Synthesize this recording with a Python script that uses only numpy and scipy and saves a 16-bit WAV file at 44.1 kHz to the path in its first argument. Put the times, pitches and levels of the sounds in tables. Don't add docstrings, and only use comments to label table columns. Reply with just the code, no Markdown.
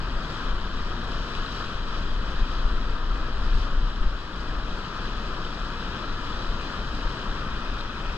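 import sys
import numpy as np
from scipy import signal
from scipy.fft import rfft, irfft, next_fast_len
from scipy.io import wavfile
from scipy.ndimage import uniform_filter1d, minimum_filter1d, map_coordinates

SR = 44100
rng = np.random.default_rng(int(sys.argv[2]) if len(sys.argv) > 2 else 0)


def store_pcm(level_fs):
    pcm = np.round(np.clip(level_fs, -1, 1) * 32767).astype(np.int16)
    wavfile.write(sys.argv[1], SR, np.atleast_2d(pcm).T)


N = 360297

# f/Hz, gain/dB
WATER_SPECTRUM = [(30, -18), (70, -1.5), (190, -0.5), (400, -6), (800, -13.5), (1600, -8), (2100, -19),
                  (4000, -21.5), (5100, -23), (6500, -30.5), (8600, -49.5), (12500, -50.5), (13700, -66)]
# f/Hz, half width/Hz, left/dB, right/dB
CASE_RESONANCES = [(573, 200, 0, -2), (820, 89, -0.5, -4.5), (956, 175, 5, 1), (1212, 162, 6, -1),
                   (1320, 130, 2.4, 6.2), (2200, 98, 0.5, 2), (2528, 230, 7.5, 2), (2810, 100, 3, 0),
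                   (3054, 158, 9, 6.5), (3360, 186, 8.5, 4), (3912, 325, 9.5, 6), (4540, 190, 2, 5.5),
                   (4890, 170, -2, 4), (5080, 130, 2.5, 2), (5350, 680, 3.5, 4), (5780, 1020, -6.5, 0.5),
                   (6380, 130, 2, -0.5), (7830, 810, 9, -4), (11700, 2000, 4, -8.5)]
# f/Hz, coherence/0-1
MIC_COHERENCE = [(120, 0.97), (300, 0.98), (710, 0.94), (830, 0.68), (930, 0.82), (1290, 0.87),
                 (1420, 0.63), (1700, 0.97), (1950, 0.7), (2230, 0.9), (2620, 0.76), (2830, 0.7),
                 (3020, 0.65), (3400, 1), (3600, 0.5), (3880, 0.78), (4520, 0), (5080, 0.63), (5420, 0.3),
                 (5900, 0.6), (6170, 0.08), (6750, 0.5), (8000, 0.05)]
# f/Hz, phase/rad
MIC_LAG = [(100, 0), (600, 0.23), (1120, 0.03), (1600, 0.5), (1900, 1.05), (2220, 2.5), (2400, 2.05),
           (2730, 1.9), (2920, 1), (3150, 0.82), (3700, 1.85), (3920, 1.63), (4350, 2.5), (4750, 2.5),
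           (5950, 4), (6400, 6), (7300, 5.2)]
# t/s, level/dB
WIND_LEVEL = [(0.0, -30), (1.6, -36.5), (2.3, -30), (2.7, -24.5), (3.7, -27.5), (4.2, -31.5), (6.0, -34),
              (7.0, -34), (8.15, -35)]
# middle t/s, length/s, level/dB
WIND_GUSTS = [(0.155, 0.05, 4), (0.31, 0.17, -6.5), (0.55, 0.12, 6.5), (0.82, 0.12, 5.5),
              (1.16, 0.062, 7.5), (1.53, 0.14, -2), (1.83, 0.18, 4), (2.09, 0.2, 6.5), (2.31, 0.055, -2),
              (2.41, 0.07, 5), (2.65, 0.051, 5), (2.81, 0.044, -3), (2.9, 0.05, 4), (3.11, 0.04, 4),
              (3.56, 0.16, 7.5), (3.68, 0.046, -6), (3.8, 0.16, 10), (3.94, 0.037, -3), (4.04, 0.072, 14.5),
              (4.3, 0.12, -2.5), (4.5, 0.044, 7.5), (4.88, 0.1, -8), (5.05, 0.045, 4.5), (6.0, 0.055, -7),
              (6.11, 0.049, 5), (6.47, 0.08, 4), (6.73, 0.08, -8), (6.96, 0.045, 5), (7.19, 0.07, -4),
              (7.31, 0.041, 10), (7.54, 0.058, 8), (7.72, 0.14, 6.5), (7.94, 0.08, -4), (8.08, 0.07, 9)]
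# f/Hz, relative level/dB
BUFFET_SPECTRUM = [(4, -18), (12, -6.5), (26, -1.5), (40, -8.5), (55, -16), (80, -27), (140, -37.5),
                   (400, -98)]
# t/s, heading/0-1 (0 the river, 1 the dam)
HEADING = [(0.0, 0.4), (0.45, 0), (7.15, 0.059), (7.6, 0.89), (8.15, 0.91)]
# f/Hz, gain/dB
DAM_COLOUR = [(1700, 0), (2750, 1.5), (2950, -2), (3300, 0.5), (4300, -2.5), (5500, 0.5), (6900, -1.5),
              (8000, 0), (8500, 0)]
# f/Hz, phase/rad
DAM_MIC_LAG = [(3600, 0), (4300, 0.67), (4900, -0.44), (5400, -1.6), (6200, -0.3)]
# t/s, peak level/dB (before each microphone's wind gain)
EDDY_HITS = [(0.163, -21.5), (1.405, -22.5), (2.42, -18), (4.063, -10.5), (6.497, -22), (7.065, -21.5)]
# peak t/s, build/s, settle/s, spray level change/dB
WAVE_CRESTS = [(0.31, 0.08, 0.2, 2), (0.6, 0.089, 0.35, -0.5), (1.16, 0.07, 0.22, 2.3),
               (1.52, 0.16, 0.33, 2.6), (1.89, 0.03, 0.07, 1.2), (2.3, 0.025, 0.16, 1.5),
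               (2.52, 0.065, 0.16, 1.2), (3.05, 0.18, 0.33, -1.4), (3.43, 0.02, 0.051, 1.4),
               (3.58, 0.041, 0.11, 1.8), (4.45, 0.31, 0.25, 0.3), (4.95, 0.17, 0.4, 0.5),
               (6.0, 0.42, 0.45, 1.3), (6.7, 0.1, 0.12, 1.7), (6.96, 0.048, 0.12, 1.1),
               (7.8, 0.15, 0.41, 1.4)]
# middle t/s, length/s, midrange level change/dB
WATER_FOLDS = [(0.45, 0.14, 3), (1.17, 0.2, 0.5), (1.4, 0.07, 2.3), (1.62, 0.15, 2.5), (1.83, 0.07, -2.5),
               (1.94, 0.068, 2.5), (2.37, 0.07, 1.5), (2.65, 0.18, 2.2), (3.26, 0.066, 1), (3.7, 0.11, 1.8),
               (4.42, 0.14, -1), (4.7, 0.15, -1.5), (4.97, 0.092, 1.8), (5.33, 0.094, 2.5),
               (6.04, 0.092, 2), (7.06, 0.063, 2.3), (7.55, 0.15, 0.8)]
# t/s, relative level/dB, f/Hz, t60/s, slap over ring/dB
DROPS = [(1.207, -35, 4130, 0.014, 0), (1.232, -34, 5500, 0.016, 3), (1.351, -27, 3400, 0.008, 8),
         (1.42, -37, 3110, 0.016, 0), (1.462, -31, 3900, 0.016, 0), (1.524, -28, 6100, 0.02, -4),
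         (1.547, -31, 5400, 0.012, 6), (1.569, -31, 3790, 0.018, 4), (1.583, -36, 3100, 0.016, 0),
         (1.884, -34, 4420, 0.018, 2), (2.288, -40, 3090, 0.027, 4), (2.318, -32, 6100, 0.015, 3),
         (2.537, -33, 5850, 0.016, 2), (5.367, -35, 3950, 0.015, 0), (5.449, -33, 3040, 0.018, -2),
         (6.329, -34, 3400, 0.021, 0), (6.424, -35.5, 4600, 0.018, 3), (6.9483, -31, 5500, 0.015, 1),
         (7.788, -38, 3750, 0.035, 2), (7.805, -32, 3620, 0.025, 1), (7.809, -27.5, 4200, 0.02, -1)]
SIDE = np.array([[1], [-1]])


def amp(db):
    return 10 ** (np.asarray(db) / 20)


def unit(x):
    return x / np.sqrt(np.mean(np.atleast_2d(x).mean(axis=0) ** 2) + 1e-20)


def along(points, hz):
    freqs, values = np.transpose(points)
    return np.interp(np.log(hz + 1), np.log(freqs + 1), values)


def curve(rows):
    times, values = np.transpose(rows)
    return np.interp(np.arange(N) / SR, times, values)


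def swells(rows):
    t = np.arange(N) / SR
    return sum(db * 2 ** -(2 * (t - s) / length) ** 2 for s, length, db in rows)


def wobble(rate):
    knots = rng.standard_normal(int(N * rate / SR) + 4)
    return map_coordinates(knots, [np.arange(N) * rate / SR])


def filtered(x, response):
    size = next_fast_len(N + SR // 2)
    return irfft(rfft(x, size) * response(np.fft.rfftfreq(size, 1 / SR)), size)[..., :N]


def foam(patchy_db):
    spectra = signal.stft(rng.standard_normal((2, N)), nperseg=512)[2]
    patches = uniform_filter1d(rng.standard_normal(spectra.shape[1:]), size=7, axis=0)
    patches = uniform_filter1d(patches, size=14, axis=1)
    pair = signal.istft(spectra * amp(patchy_db * patches / patches.std()), nperseg=512)[1][:, :N]
    return pair / pair.std()


def bubbles(low_hz, high_hz, cycles, spread_db, rise, count, biggest_share=0.003):
    when, pitch, size, bearing = rng.random((count, 4)).T[:, :, None]
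    hz = low_hz * (high_hz / low_hz) ** pitch
    age = np.arange(SR // 100)
    turns = hz * age / SR
    life = turns / cycles
    envelope = (1 - np.exp(-2 * turns)) * amp(-60 * life)
    ring = np.sin(2 * np.pi * turns * (1 + rise * life / 2)) * envelope
    ring = ring * hz * amp(-spread_db * np.log(np.maximum(1 - size, biggest_share)))
    at = ((when * N).astype(int) + age).ravel()
    panned = [ring * pan(2 * np.pi * bearing) for pan in (np.cos, np.sin)]
    pair = np.array([np.bincount(at, side.ravel(), N)[:N] for side in panned])
    return pair / pair.std()


def through_case(pair):
    def blend(hz):
        angle = np.arccos(np.clip(along(MIC_COHERENCE, hz), 0, 1)) / 2
        return np.array([np.cos(angle), np.sin(angle)])

    def colour(hz):
        ring_db = sum(np.outer([left, right], np.exp(-((hz - centre) / width) ** 2))
                      for centre, width, left, right in CASE_RESONANCES)
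        gain_db = along(WATER_SPECTRUM, hz) + ring_db + 1.27 * SIDE
        return amp(gain_db) * np.exp(-.5j * SIDE * along(MIC_LAG, hz))

    common, apart = filtered(pair, blend)
    return filtered(np.array([common + apart, common - apart]), colour)


def river(roar_db=-35.5, spray_db=-45.5, crossover_hz=1996, roar_follow=0.31, brightening=0.15):
    def low_share(hz):
        return 1 / (1 + (hz / crossover_hz) ** 10)

    surge_db = breakers()
    churn_db = 0.54 * wobble(6.5)
    roar_gain = amp(roar_db + roar_follow * surge_db + churn_db)
    spray_gain = amp(spray_db + surge_db + churn_db + 0.28 * wobble(22))
    gurgle = bubbles(low_hz=507, high_hz=2334, cycles=18.3, spread_db=0.5, rise=0.094, count=8000)
    fizz = bubbles(low_hz=2050, high_hz=8700, cycles=18, spread_db=1.5, rise=0.13, count=7000)
    roar = through_case(foam(patchy_db=0.39) + amp(-15) * gurgle)
    roar = unit(filtered(roar, lambda hz: np.sqrt(low_share(hz))))
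    spray = through_case(foam(patchy_db=0.86) + amp(-12) * fizz)
    spray = unit(filtered(spray, lambda hz: np.sqrt(1 - low_share(hz))))
    mist = filtered(spray, lambda hz: 1 - 1 / (1 + (hz / 4500) ** 8))
    spray = spray + mist * (amp(brightening * surge_db + 0.55 * wobble(8.2)) - 1)
    return roar_gain * churning(roar) + spray_gain * spray


def wind(evenness=0.85, deep_hz=50, flutter_growth=0.45, breeze_db=-30, puff_db=1.3, flutter_rel_db=-11):
    buffet_db = curve(WIND_LEVEL) + swells(WIND_GUSTS) + puff_db * wobble(14)
    eddies = filtered(rng.standard_normal(N), lambda hz: amp(along(BUFFET_SPECTRUM, hz)))
    deep = filtered(eddies, lambda hz: 1 / (1 + (hz / deep_hz) ** 6))
    envelope = np.abs(signal.hilbert(deep, next_fast_len(N))[:N])
    power = np.abs(uniform_filter1d(envelope ** 2, size=SR // 18)) + 1e-20
    buffet = amp(buffet_db) * unit(deep / power ** (evenness / 2))
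    flutter_db = breeze_db + flutter_rel_db + flutter_growth * (buffet_db - breeze_db)
    flutter = amp(flutter_db) * unit(eddies - deep)
    return (buffet + flutter + thumps()) * amp([[1.7], [-1.1]])


def facing_dam(pair):
    def colour(hz):
        return amp(along(DAM_COLOUR, hz)) * np.exp(-.5j * SIDE * along(DAM_MIC_LAG, hz))

    return pair + curve(HEADING) * (filtered(pair, colour) - pair)


def thumps(width_s=0.0065):
    def push(u):
        return u * np.exp((1 - u ** 2) / 2)

    t = np.arange(N) / SR
    return sum(amp(db) * push((t - s) / width_s) for s, db in EDDY_HITS)


def breakers():
    t = np.arange(N) / SR
    return sum(db * 2 ** -((t - s) / np.where(t < s, build, settle)) ** 2
               for s, build, settle, db in WAVE_CRESTS)


def churning(roar, centre_hz=1330, width_hz=330, restless_db=0.35, calm_db=-0.55):
    cloud = filtered(roar, lambda hz: np.exp(-((hz - centre_hz) / width_hz) ** 2))
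    cloud_db = calm_db + swells(WATER_FOLDS) + restless_db * wobble(16)
    return roar + cloud * (amp(cloud_db) - 1)


def splashes(attack_s=0.00037, rise=0.077, boost_db=18.5):
    drops = np.zeros((2, N + SR))
    t = np.arange(SR // 20) / SR
    highpass = signal.butter(2, 3000, 'highpass', fs=SR, output='sos')
    for s, db, pitch_hz, t60, slap_db in DROPS:
        ring = np.sin(2 * np.pi * pitch_hz * t * (1 + rise * t / t60))
        slap = signal.sosfilt(highpass, rng.standard_normal(len(t))) * amp(slap_db)
        envelope = amp(db + boost_db - 60 * t / t60) * (1 - np.exp(-t / attack_s))
        drops[0, round(s * SR):][:len(t)] += envelope * (ring + slap)
    return through_case(drops[:, :N])


def gain_control(x, threshold_db=-20.5, squeeze=0.54, attack_s=0.12, hold_s=0.15, release_db_per_s=9.5):
    power = np.abs(uniform_filter1d(x.mean(axis=0) ** 2, size=SR // 14))
    level_db = 10 * np.log10(power + 1e-12)
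    half_hold = int(hold_s * SR / 2) + 1
    under_db = np.minimum(threshold_db - level_db, 0)
    held_over_db = -minimum_filter1d(under_db, size=2 * half_hold + 1, origin=half_hold)
    recovery_db = release_db_per_s * np.arange(N) / SR
    cut_db = np.maximum.accumulate(squeeze * held_over_db + recovery_db) - recovery_db
    pole = np.exp(-1 / (attack_s * SR))
    return x * amp(-signal.lfilter([1 - pole], [1, -pole], cut_db))


def gear_knock(at_s=4.031, strike_db=-12, t60=0.063, soft_hz=4200):
    t = np.arange(N) / SR - at_s
    tap = (t > 0) * amp(strike_db - 60 * np.abs(t) / t60) * rng.standard_normal((2, N))
    return through_case(filtered(tap, lambda hz: 1 / (1 + (hz / soft_hz) ** 4)))


def scene():
    return facing_dam(river() + splashes()) + gear_knock() + wind()


def record(dry, top_hz=13800):
    return filtered(gain_control(dry), lambda hz: hz < top_hz)


dry = scene()
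out = record(dry)
store_pcm(out)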